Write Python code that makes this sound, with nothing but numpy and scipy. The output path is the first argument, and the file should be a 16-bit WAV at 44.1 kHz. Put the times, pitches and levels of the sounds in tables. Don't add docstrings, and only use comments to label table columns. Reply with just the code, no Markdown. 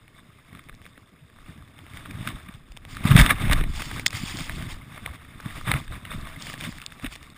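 import sys
import numpy as np
from scipy import signal
from scipy.fft import rfft, irfft, next_fast_len
from scipy.io import wavfile
from scipy.ndimage import uniform_filter1d

SR = 44100
rng = np.random.default_rng(int(sys.argv[2]) if len(sys.argv) > 2 else 0)


def dump(signal):
    limited = np.clip(np.atleast_2d(signal).T, -1, 1)
    pcm = np.round(limited * 32767).astype(np.int16)
    wavfile.write(sys.argv[1], SR, pcm)


def gain_from_db(level_db):
    decades = np.asarray(level_db, float) / 20
    return 10 ** decades


N = 325017
CLOCK_HZ = 12000

# time_s, body_motion_db (in the strap), rubbing_db (steady, on the shell)
RIDE = [(0, -60, -58.5), (.7, -55, -55.5), (1.2, -61, -60), (1.75, -54, -54.5), (2.25, -44.5, -40.5),
        (2.65, -58.5, -59.5), (2.85, -50.5, -55), (2.97, -40, -42.5), (3.2, -41.5, -38.5),
        (3.55, -35, -34.5), (3.69, -44, -46.5), (3.92, -46.5, -48), (4.62, -39.5, -40),
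        (4.86, -51.5, -50.5), (5.42, -50, -49), (5.91, -52, -52), (6.24, -44.5, -43), (7, -55, -52)]


def evened(x):
    return x / np.sqrt(np.mean(x ** 2) + 1e-20)


def read(points, hz):
    f, value = np.transpose(points)
    return np.interp(np.log(hz + 1), np.log(f + 1), value)


def add(mix, s, sound):
    part = mix[round(s * SR):][:len(sound)]
    part += sound[:len(part)]


def control(table, column):
    rows = np.array(table)
    return gain_from_db(np.interp(np.arange(N) / SR, rows[:, 0], rows[:, column]))


def causal(db_of_hz, size=8192):
    hz = abs(np.fft.fftfreq(size, 1 / SR))
    log_gain = np.log(gain_from_db(np.maximum(db_of_hz(hz), -100)))
    phase = -signal.hilbert(log_gain).imag
    return np.fft.ifft(np.exp(log_gain + 1j * phase)).real[:size // 2]


def through(x, colour, lo_hz, hi_hz):
    y = signal.oaconvolve(x, colour)[:N]
    band = signal.sosfilt(signal.butter(4, [lo_hz, hi_hz], "band", fs=SR, output="sos"), y)
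    return y / np.sqrt(np.mean(band ** 2))


def flicker(seconds, depth_db):
    span = max(round(seconds * SR), 1)
    wander = uniform_filter1d(uniform_filter1d(rng.standard_normal(N), span), span)
    return gain_from_db(depth_db * evened(wander))


def grit(per_s, spread_db, share):
    size = gain_from_db(spread_db * np.minimum(rng.exponential(1, N), 3.5))
    happens = rng.random(N) < per_s / SR
    clicks = rng.standard_normal(N) * size * happens
    return evened(rng.standard_normal(N) + share * evened(clicks))


def patchy(x, depth_db):
    z = signal.stft(x, nperseg=256, noverlap=192)[2]
    patches = uniform_filter1d(rng.standard_normal(z.shape), 3, axis=0)
    patches = evened(uniform_filter1d(patches, 5, axis=1))
    return evened(signal.istft(z * gain_from_db(depth_db * patches), nperseg=256, noverlap=192)[1][:N])


def bell(t, width):
    return np.exp(-.5 * (t / np.where(t < 0, width, 0.74 * width)) ** 2)


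def strike(t, width):
    rise = np.exp(-.5 * (t / (0.93 * width)) ** 2)
    decay = np.exp(-np.maximum(t, 0) / (0.86 * width))
    return np.where(t < 0, rise, decay)


def shell_db(hz):
    # centre_hz, width_hz, level_db
    modes = [(634, 174, -7), (1180, 300, 1.5), (1760, 1100, -3.5), (2170, 280, -3.5), (3580, 400, -4)]
    # frequency_hz, level_db
    wall = [(300, -23), (500, -12), (800, -8.5), (1100, -12), (2600, -8), (3900, -22), (4400, -29),
            (5800, -24.5)]
    power = gain_from_db(read(wall, hz)) ** 2 * (hz < CLOCK_HZ / 2)
    for f, width, db in modes:
        power = power + gain_from_db(db) ** 2 / (1 + (2 * (hz - f) / width) ** 2) ** 2
    return 10 * np.log10(power + 1e-12)


def pressure():
    # centre_s, level_db, length_ms
    surges = [(0.186, -53.5, 34), (.556, -51.5, 49), (.862, -50.5, 11), (1.4, -57.5, 71), (1.5, -49, 55),
              (1.976, -48, 71), (2.064, -46, 16), (2.283, -41, 55), (2.548, -50, 20), (3.802, -31.5, 15),
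              (3.914, -45, 40), (3.976, -36, 29), (4.184, -52, 81), (4.405, -34, 13), (4.954, -43, 54),
              (5.064, -42, 49), (5.147, -41.5, 23), (5.483, -39.5, 71), (5.575, -39, 28),
              (5.688, -27.5, 32), (5.762, -32, 47), (5.94, -38.5, 42), (6.13, -36.5, 35), (6.275, -40, 10),
              (6.493, -38, 14), (6.649, -34, 42), (6.919, -46, 13), (7.05, -41, 43), (7.123, -41, 16),
              (7.3, -74.5, 36)]
    # centre_s, level_db, length_ms
    plunge = [(2.972, -47, 8.3), (3.071, -24.5, 24.4), (3.117, -20.5, 21.6), (3.194, -14.5, 38.4),
              (3.26, -23.5, 45), (3.31, -21, 24), (3.042, -36, 8), (3.416, -29, 18), (3.47, -34.5, 90),
              (3.526, -18, 11), (3.587, -32.5, 37)]
    power, t = control(RIDE, 2) ** 2, np.arange(N) / SR
    for s, db, ms in surges + plunge:
        near = slice(max(round((s - .2) * SR), 0), round((s + .2) * SR))
        half_s = np.clip(0.87 * ms, 4, 60) / 1000
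        plateau = np.exp(-abs((t[near] - s) / half_s) ** 1.9)
        power[near] += (gain_from_db(db) * plateau) ** 2
    return np.sqrt(power)


def rumble():
    # time_s, level_db
    wind = [(0, -66), (.76, -54), (1.25, -72), (1.42, -48), (1.58, -63), (2.13, -48), (2.36, -48),
            (2.65, -56.5), (3.22, -25.5), (3.39, -33.5), (3.6, -25), (3.82, -42), (4.33, -39),
            (4.72, -34.5), (4.86, -55), (5.7, -40), (5.95, -44), (7.37, -54)]
    # frequency_hz, level_db
    sway_colour = [(8.8, -16), (15, 0.5), (39, -3.5), (76, -13), (120, -16), (160, -28), (260, -120)]
    shake_colour = [(41, -21), (70, -0.5), (146, -1.5), (200, -6.5), (272, -7.5), (318, -12.5),
                    (428, -23.5), (529, -38.5), (642, -25), (700, -28.5), (910, -46), (1540, -120)]
    air_colour = [(200, -27), (280, -6.5), (450, -5.5), (700, -15), (1000, -63)]
    sway = rng.standard_normal(N) * flicker(0.078, depth_db=4.5)
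    sway = through(sway, causal(lambda hz: read(sway_colour, hz), size=32768), 20, 85)
    shake = rng.standard_normal(N) * flicker(0.011, depth_db=4.0)
    shake = through(shake, causal(lambda hz: read(shake_colour, hz)), 85, 350)
    air = through(rng.standard_normal(N), causal(lambda hz: read(air_colour, hz)), 250, 700)
    pushed = (pressure() / control(RIDE, 2)) ** 0.75
    out = gain_from_db(-1.5) * control(wind, 1) * sway
    out += gain_from_db(2.0) * control(RIDE, 1) * pushed * shake
    return out + gain_from_db(-68.5) * air


def rubbing():
    slips = grit(per_s=1100, spread_db=2.5, share=0.46)
    slips = slips * flicker(0.0013, depth_db=1.5) * flicker(0.037, depth_db=1.0)
    return gain_from_db(-3.0) * pressure() * through(patchy(slips, depth_db=3.0), causal(shell_db), 440, 5800)


def whine():
    # frequency_hz, rms_db
    tones = [(5039, -84), (5087, -86.5)]
    t, out = np.arange(N) / SR, np.zeros(N)
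    for hz, db in tones:
        out += np.sqrt(2) * gain_from_db(db) * np.sin(2 * np.pi * (hz * t + rng.random()))
    return out


def thrown():
    # start_s, level_db, length_s
    plumes = [(0.8, -62, 0.055), (1.924, -51.5, 0.043), (2.877, -50.5, 0.1), (3.056, -43, 0.11),
              (3.164, -25.5, 0.036), (3.663, -49, 0.059), (3.728, -44.5, 0.27), (3.87, -54, 0.12),
              (4.109, -40, 0.28), (4.372, -42, 0.094), (4.46, -51, 0.19), (4.668, -46.5, 0.059),
              (5.48, -54.5, 0.37), (6.13, -61.5, 0.54), (.838, -60, .03), (6.378, -46, 0.13),
              (6.45, -52, .1), (6.57, -48.5, 0.19), (6.88, -65, 0.18), (7.09, -47.5, 0.041),
              (7.206, -56, 0.041)]
    rise_s, sag_db, fall_db_per_s = 0.039, -6, -250
    dust = gain_from_db(-30.5) * pressure() ** 0.78
    power, t = dust ** 2, np.arange(SR) / SR
    for s, db, length in plumes:
        fade_db = sag_db * t / length + fall_db_per_s * np.maximum(t - length, 0)
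        add(power, s, (np.minimum(t / rise_s, 1) * gain_from_db(db + fade_db)) ** 2)
    return np.sqrt(power)


def spray():
    # frequency_hz, level_db
    spray_colour = [(350, -20), (600, -14), (815, -6), (1110, -5), (1530, -9), (2100, 1), (2750, -3),
                    (3490, 0.5), (4100, -9.5), (4870, -4), (5900, -11.5), (7670, -16), (13000, -120)]
    fizz = grit(per_s=1500, spread_db=1.5, share=0.77) * flicker(0.032, depth_db=1.76)
    colour = causal(lambda hz: read(spray_colour, np.minimum(hz, 5500)))
    return gain_from_db(-2.5) * thrown() * through(patchy(fizz, depth_db=2.5), colour, 4150, 5980)


def ticks():
    # time_s, peak_db, centre_hz, length_ms
    knocks = [(.081, -40, 2000, 1), (.5739, -42, 1720, 3.7), (.6972, -32.5, 1400, 4.8),
              (.818, -41.5, 1275, 3), (.9789, -38.5, 1520, 2.3), (1.418, -51, 1490, 2.3),
              (1.867, -37, 1770, 1.1), (1.388, -43, 890, 1.6), (3.4995, -18.5, 1800, 3.1),
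              (3.6122, -23.5, 1560, 3.2), (3.6402, -24.5, 2010, 2.5), (4.4968, -21, 1150, 1.3),
              (5.0628, -19, 1870, 3.3), (5.4607, -30, 1450, 1.5), (5.6136, -29.5, 1040, 0.69),
              (5.684, -21, 1600, 1.3), (5.7173, -8, 1760, 0.9), (5.7405, -17, 1490, 3.1),
              (6.413, -37, 786, 1.8), (6.5418, -27, 1970, 4.9), (6.9988, -33.5, 1850, 1.5),
              (7.0468, -25, 1850, 1.9)]
    cracks = [(.5516, -33.5, 1460, 1.7), (.5945, -36, 1500, 1.5), (.865, -32.5, 1500, 2.3),
              (1.7827, -42, 2460, 1.4), (1.9732, -28.5, 2000, 1.2), (2.0594, -28.5, 1420, 1.3),
              (2.1114, -30, 2240, 2.3), (2.2758, -15, 1790, 1.2), (2.2895, -24.5, 2250, 0.73),
              (2.4896, -35.5, 1410, 4.8), (2.9703, -24, 1370, 1.1), (3.1662, -7.5, 2050, 1.7),
              (3.1917, -9, 2100, 6), (3.2147, -7.5, 2230, 1.5), (3.2637, -7.5, 2000, 0.8),
              (3.3085, -8, 1720, 11), (3.5135, -13, 1880, 1), (3.534, -12.5, 2310, 7.2),
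              (4.978, -32, 2000, 1.6), (4.6256, -28, 2040, 2.5), (6.054, -27, 1840, 4.1),
              (6.6114, -22.5, 2280, 2.5), (6.7852, -30, 2100, 2), (6.8185, -28, 2520, 2),
              (6.9232, -30, 1520, 2), (7.0265, -35, 2410, 2.2), (7.0649, -22.5, 2080, 0.77),
              (7.23, -33.5, 2870, 0.68)]
    raps = [
        (2.7216, -38.5, 2530, 2.8),
        (2.7682, -36, 2010, 1.8),
        (2.7736, -29.5, 2140, 1.3),
        (2.8521, -30, 1760, 0.89),
        (3.8224, -20, 1950, 4.6),
        (3.9158, -27, 1030, 4.7),
        (3.9976, -20.5, 1800, 2.6),
        (4.132, -27, 1450, 5.6),
        (6.6403, -26, 2220, 2.9),
        (7.1611, -30.5, 2500, 0.59),
    ]
    pellets = [(.6407, -44.5, 3470, 1.1), (.7509, -48.5, 4800, 0.91), (2.541, -43, 3400, 1.6),
               (2.952, -42, 5200, 1.5), (4.0638, -16, 4700, 3.8), (4.069, -18, 5350, 1.4),
               (4.0813, -27.5, 4760, 2.5), (4.1076, -29, 3800, 1.6), (4.3722, -29, 4600, 0.75),
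               (5.408, -44, 4500, 1.5), (5.7869, -42, 4900, 1.5), (6.2127, -44, 4900, 1.2),
               (6.4241, -30, 5030, 2.1), (6.5326, -33.5, 3800, 2.1), (6.8642, -21, 3800, .9),
               (7.3028, -40, 3340, 2.4), (4.0654, -19, 2320, 1.6)]
    taps = [(.531, -42, 1700, 2), (.689, -40, 1800, 2.4), (.729, -44, 1300, 2), (.743, -43, 2000, 1.5),
            (.856, -38, 1500, 2.5), (1.301, -48, 1310, 2), (1.363, -46, 1700, 2), (1.579, -43, 2200, 2.2),
            (1.625, -43, 1210, 1.6), (1.678, -45, 1180, 2), (1.791, -37, 1700, 1.5),
            (3.054, -23, 1170, 2.5), (3.402, -34, 1240, 2.8), (3.414, -28, 1200, 4),
            (3.483, -27, 1990, 1.8), (3.56, -29, 1230, 2), (3.588, -29, 1300, 3.7), (3.797, -32.5, 980, 4),
            (3.943, -36, 1130, 3), (3.971, -33, 1000, 3), (4.153, -28.5, 1220, 2), (4.298, -34, 1090, 1.7),
            (4.389, -27.5, 1500, 2.2), (4.98, -33, 1090, 3), (5.077, -33, 790, 3), (5.112, -41, 1000, 2),
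            (5.221, -49, 1500, 2), (5.403, -32.5, 1190, 2), (5.925, -30, 1270, 2),
            (6.119, -26.5, 1180, 4.1), (6.272, -34, 990, 3), (6.47, -29, 1500, 2.5),
            (6.501, -30.5, 1180, 2.7), (6.727, -34, 1210, 1.8), (6.826, -34, 1600, 2)]
    snaps = [(.561, -47, 3300, 1.5), (.847, -44, 2800, 2), (.935, -47, 2400, 2), (1.815, -51, 4800, 1.3),
             (1.937, -34, 2230, 1.5), (2.02, -46, 3600, 1.4), (3.042, -28, 2070, 1.5), (3.08, -25, 3600, 2),
             (3.088, -22, 3600, 2), (3.152, -19, 1850, 1.7), (3.18, -12, 2200, 8), (3.297, -12.5, 2000, 5),
             (3.525, -14.5, 2600, 4.3), (3.5335, -12, 3580, 1.4), (3.756, -33.5, 3030, 2.2),
             (3.806, -29, 3100, 2), (4.0655, -17, 2960, 3.6), (4.325, -31, 3020, 1.5),
             (4.409, -25.5, 3380, 1.8), (5.56, -36, 2210, 1.7), (5.881, -32, 2060, 2.2),
             (5.917, -42, 4900, 2), (6.064, -40, 3500, 1.5), (6.291, -33, 2600, 1.2),
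             (6.579, -32, 2240, 1.4), (6.605, -33, 2090, 2), (6.802, -34, 2000, 1.5),
             (6.84, -37, 2400, 1.8), (6.906, -37.5, 3540, 2), (7.034, -36, 2600, 1.3),
             (7.087, -43, 4800, 1.5), (7.127, -33, 2800, 2.2), (7.148, -40, 3000, 2),
             (7.156, -29.5, 3500, 1.8), (7.268, -40, 3230, 1.5)]
    # blows, bright edge dB (at 1945 Hz), dull body dB, loose grains dB
    kinds = [(knocks, -21, -5, -22), (cracks, -18.5, -23, -19.5), (raps, -13.5, -7.5, -32),
             (pellets, -18, -36, -47), (taps, -17, -6.5, -26), (snaps, -29, -29, -24)]

    def bandpass(order, lo_hz, hi_hz):
        return signal.butter(order, [lo_hz, hi_hz], "band", fs=SR, output="sos")

    out, t = np.zeros(N), np.arange(-700, 900) / SR
    shell = causal(shell_db)[:900] * np.exp(-np.arange(900) / SR / 0.029)
    edge, hollow, upper = bandpass(3, 4100, 6400), bandpass(2, 400, 1350), bandpass(2, 3200, 3950)
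    for blows, edge_db, dull_db, crumbs_db in kinds:
        for s, db, hz, ms in blows:
            bright_db = edge_db + 15 * np.log2(hz / 1945)
            crumbs = gain_from_db(crumbs_db) * bell(t - .0003, 0.006)
            hit = strike(t + 0.00033, np.clip(0.35 * ms, .3, 5) / 1000)
            crackle = rng.standard_normal(len(t)) * (hit + crumbs)
            centre = signal.sosfilt(bandpass(3, hz / 1.59, hz * 2.07), crackle)
            ringing = signal.oaconvolve(centre + gain_from_db(-14) * crackle, shell)
            parts = [(ringing, .3),
                     (signal.sosfilt(edge, crackle), bright_db + 3.0),
                     (signal.sosfilt(hollow, crackle), dull_db + 0.5),
                     (signal.sosfilt(upper, crackle), -12.0)]
            for part, rel_db in parts:
                add(out, s + t[0] - .0006, gain_from_db(db + rel_db) * part / abs(part).max())
    return out


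def thumps():
    # time_s, peak_db, frequency_hz, length_ms
    jolts = [(.53, -34, 155, 5.3), (1.231, -42, 139, 20), (1.498, -33.5, 125, 9.5),
             (1.586, -36.5, 145, 9.2), (2.154, -27, 124, 9.6), (2.174, -31, 140, 5.2),
             (2.212, -25, 121, 5.3), (2.229, -27.5, 145, 4.6), (2.496, -30.5, 194, 4.5),
             (2.553, -31.5, 122, 12), (4.066, -27.5, 184, 4.9), (4.152, -22.5, 107, 13),
             (4.238, -19.5, 179, 4.5), (4.411, -29, 144, 17), (5.463, -20.5, 169, 5.2),
             (5.678, -20.5, 163, 4.1), (5.695, -17.5, 119, 13), (5.718, -22.5, 196, 4.6),
             (5.755, -20.5, 134, 36), (6.149, -24.5, 180, 5), (6.16, -28, 122, 12), (6.655, -40, 150, 6),
             (6.679, -26, 206, 7.8), (6.692, -22.5, 182, 5.3), (7.037, -27.5, 119, 6),
             (7.049, -23.5, 265, 11.4), (.982, -43, 230, 5.2), (.747, -43, 150, 7.5),
             (3.417, -16.5, 138, 8), (3.443, -19, 150, 8.6), (3.455, -17, 169, 7), (3.473, -18, 160, 5.4)]
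    # time_s, peak_db, frequency_hz, length_ms
    landing = [(3.056, -6.5, 161, 4.8), (3.096, -14, 146, 4.8), (3.116, -5, 126, 15.5),
               (3.141, -8.5, 130, 6.3), (3.158, 3.5, 135, 7.6), (3.19, -7, 162, 4.2),
               (3.201, -7.5, 114, 7.1), (3.215, -4.5, 103, 8.4), (3.503, -10, 101, 5.3),
               (3.562, -18, 124, 8.8), (3.615, -24.5, 169, 16)]
    # time_s, peak_db, frequency_hz
    heaves = [(1.618, -38, 63.6), (2.353, -31.5, 42.8), (2.72, -39, 45.7), (3.213, -3.5, 48.3),
              (3.228, -12.5, 32), (3.53, -19, 31), (3.51, -15.5, 46.5), (3.565, -21, 40),
              (3.623, -20, 40.8), (5.107, -31, 63.6), (5.699, -24, 65), (5.748, -19.5, 65),
              (7.075, -30.5, 37)]
    out, t = np.zeros(N), np.arange(-3000, 4000) / SR
    heaved = [(s, db, hz, 1.44 / hz * 1000) for s, db, hz in heaves]
    for s, db, hz, ms in jolts + landing + heaved:
        swing = np.sin(2 * np.pi * (hz * t + rng.random()))
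        swing = swing * bell(t, np.clip(0.41 * ms, 2.5, 18) / 1000)
        add(out, s + t[0], gain_from_db(db - 0.5) * (swing - swing.mean()))
    return out


def clang():
    # frequency_hz, level_db, t60_s
    pole_modes = [(1980, 2, 0.012), (2570, 0.5, 0.011), (3208, -8, 0.017), (3410, 2, 0.012),
                  (4160, -19, 0.018), (5040, -19, 0.044)]
    # frequency_hz, level_db, t60_s
    knee_modes = [(1211, -17, 0.61), (1723, 0, 0.025), (2153, -8, 0.036), (2929, -14, 0.023),
                  (3698, -21, 0.18)]
    out, t = np.zeros(N), np.arange(2000) / SR
    # time s, peak dB, modes, rise s
    for s, peak_db, modes, rise_s in (3.3065, -7, knee_modes, .003), (4.063, -5, pole_modes, .0012):
        ring = np.zeros(len(t))
        for hz, db, t60 in modes:
            ring += gain_from_db(db - 60 * t / np.clip(t60, .008, .04)) * np.sin(2 * np.pi * hz * t)
        ring = ring * np.minimum(t / rise_s, 1)
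        add(out, s, gain_from_db(peak_db) * ring / abs(ring).max())
    return out


def scene():
    return (rumble() + rubbing() + whine() + spray() + ticks() + thumps() + clang())[None]


def mirrored(dry):
    # frequency_hz, below_clock_db, change_above_clock_db
    images = [(40, -54, -4), (150, -35.5, 4), (450, -26, -2), (992, -20, -1), (2000, -13.5, -2.5),
              (3270, -8.5, -4), (3450, -7.5, -60), (4500, -4.5, -80), (5850, -0.5, -80)]
    size = next_fast_len(N)
    hz, spectrum = np.fft.rfftfreq(size, 1 / SR), rfft(dry, size)
    half = CLOCK_HZ / 2
    spectrum = spectrum * np.clip((half - hz) / 550 + 0.11, 0, 1) * (hz < half)
    f, below_db, change_db = np.transpose(images)

    def image(db):
        return signal.hilbert(irfft(spectrum * gain_from_db(read(np.c_[f, db], hz)), size))[:, :N]

    clock = np.exp(2j * np.pi * CLOCK_HZ * np.arange(N) / SR)
    below = (clock * image(below_db).conj()).real
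    above = (clock * image(below_db + change_db)).real
    return irfft(spectrum, size)[:, :N] + below + above


def gated(x):
    hz, _, z = signal.stft(x, SR, nperseg=1024, noverlap=768)
    bands = rng.standard_normal((z.shape[-1], len(hz) // 8 + 1))
    bands = uniform_filter1d(bands, size=7, axis=0)
    muted = bands < np.quantile(bands, .3)
    muted = np.repeat(muted, 8, axis=1)[:, :len(hz)].T
    muted = muted & ((hz > 11050) & (hz < 12900))[:, None]
    return signal.istft(z * np.where(muted, 0., 1.), SR, nperseg=1024, noverlap=768)[1][:, :N]


def top_cut(x):
    return signal.sosfilt(signal.butter(12, 16030, fs=SR, output="sos"), x)


def record(dry):
    wet = mirrored(dry)
    dip = bell(np.arange(N) / SR - 7.341, 0.0025)
    wet = wet * gain_from_db(-20 * dip)
    mix = gated(np.clip(wet, -.99, .99))
    return top_cut(mix)


dry = scene()
out = record(dry)
dump(out)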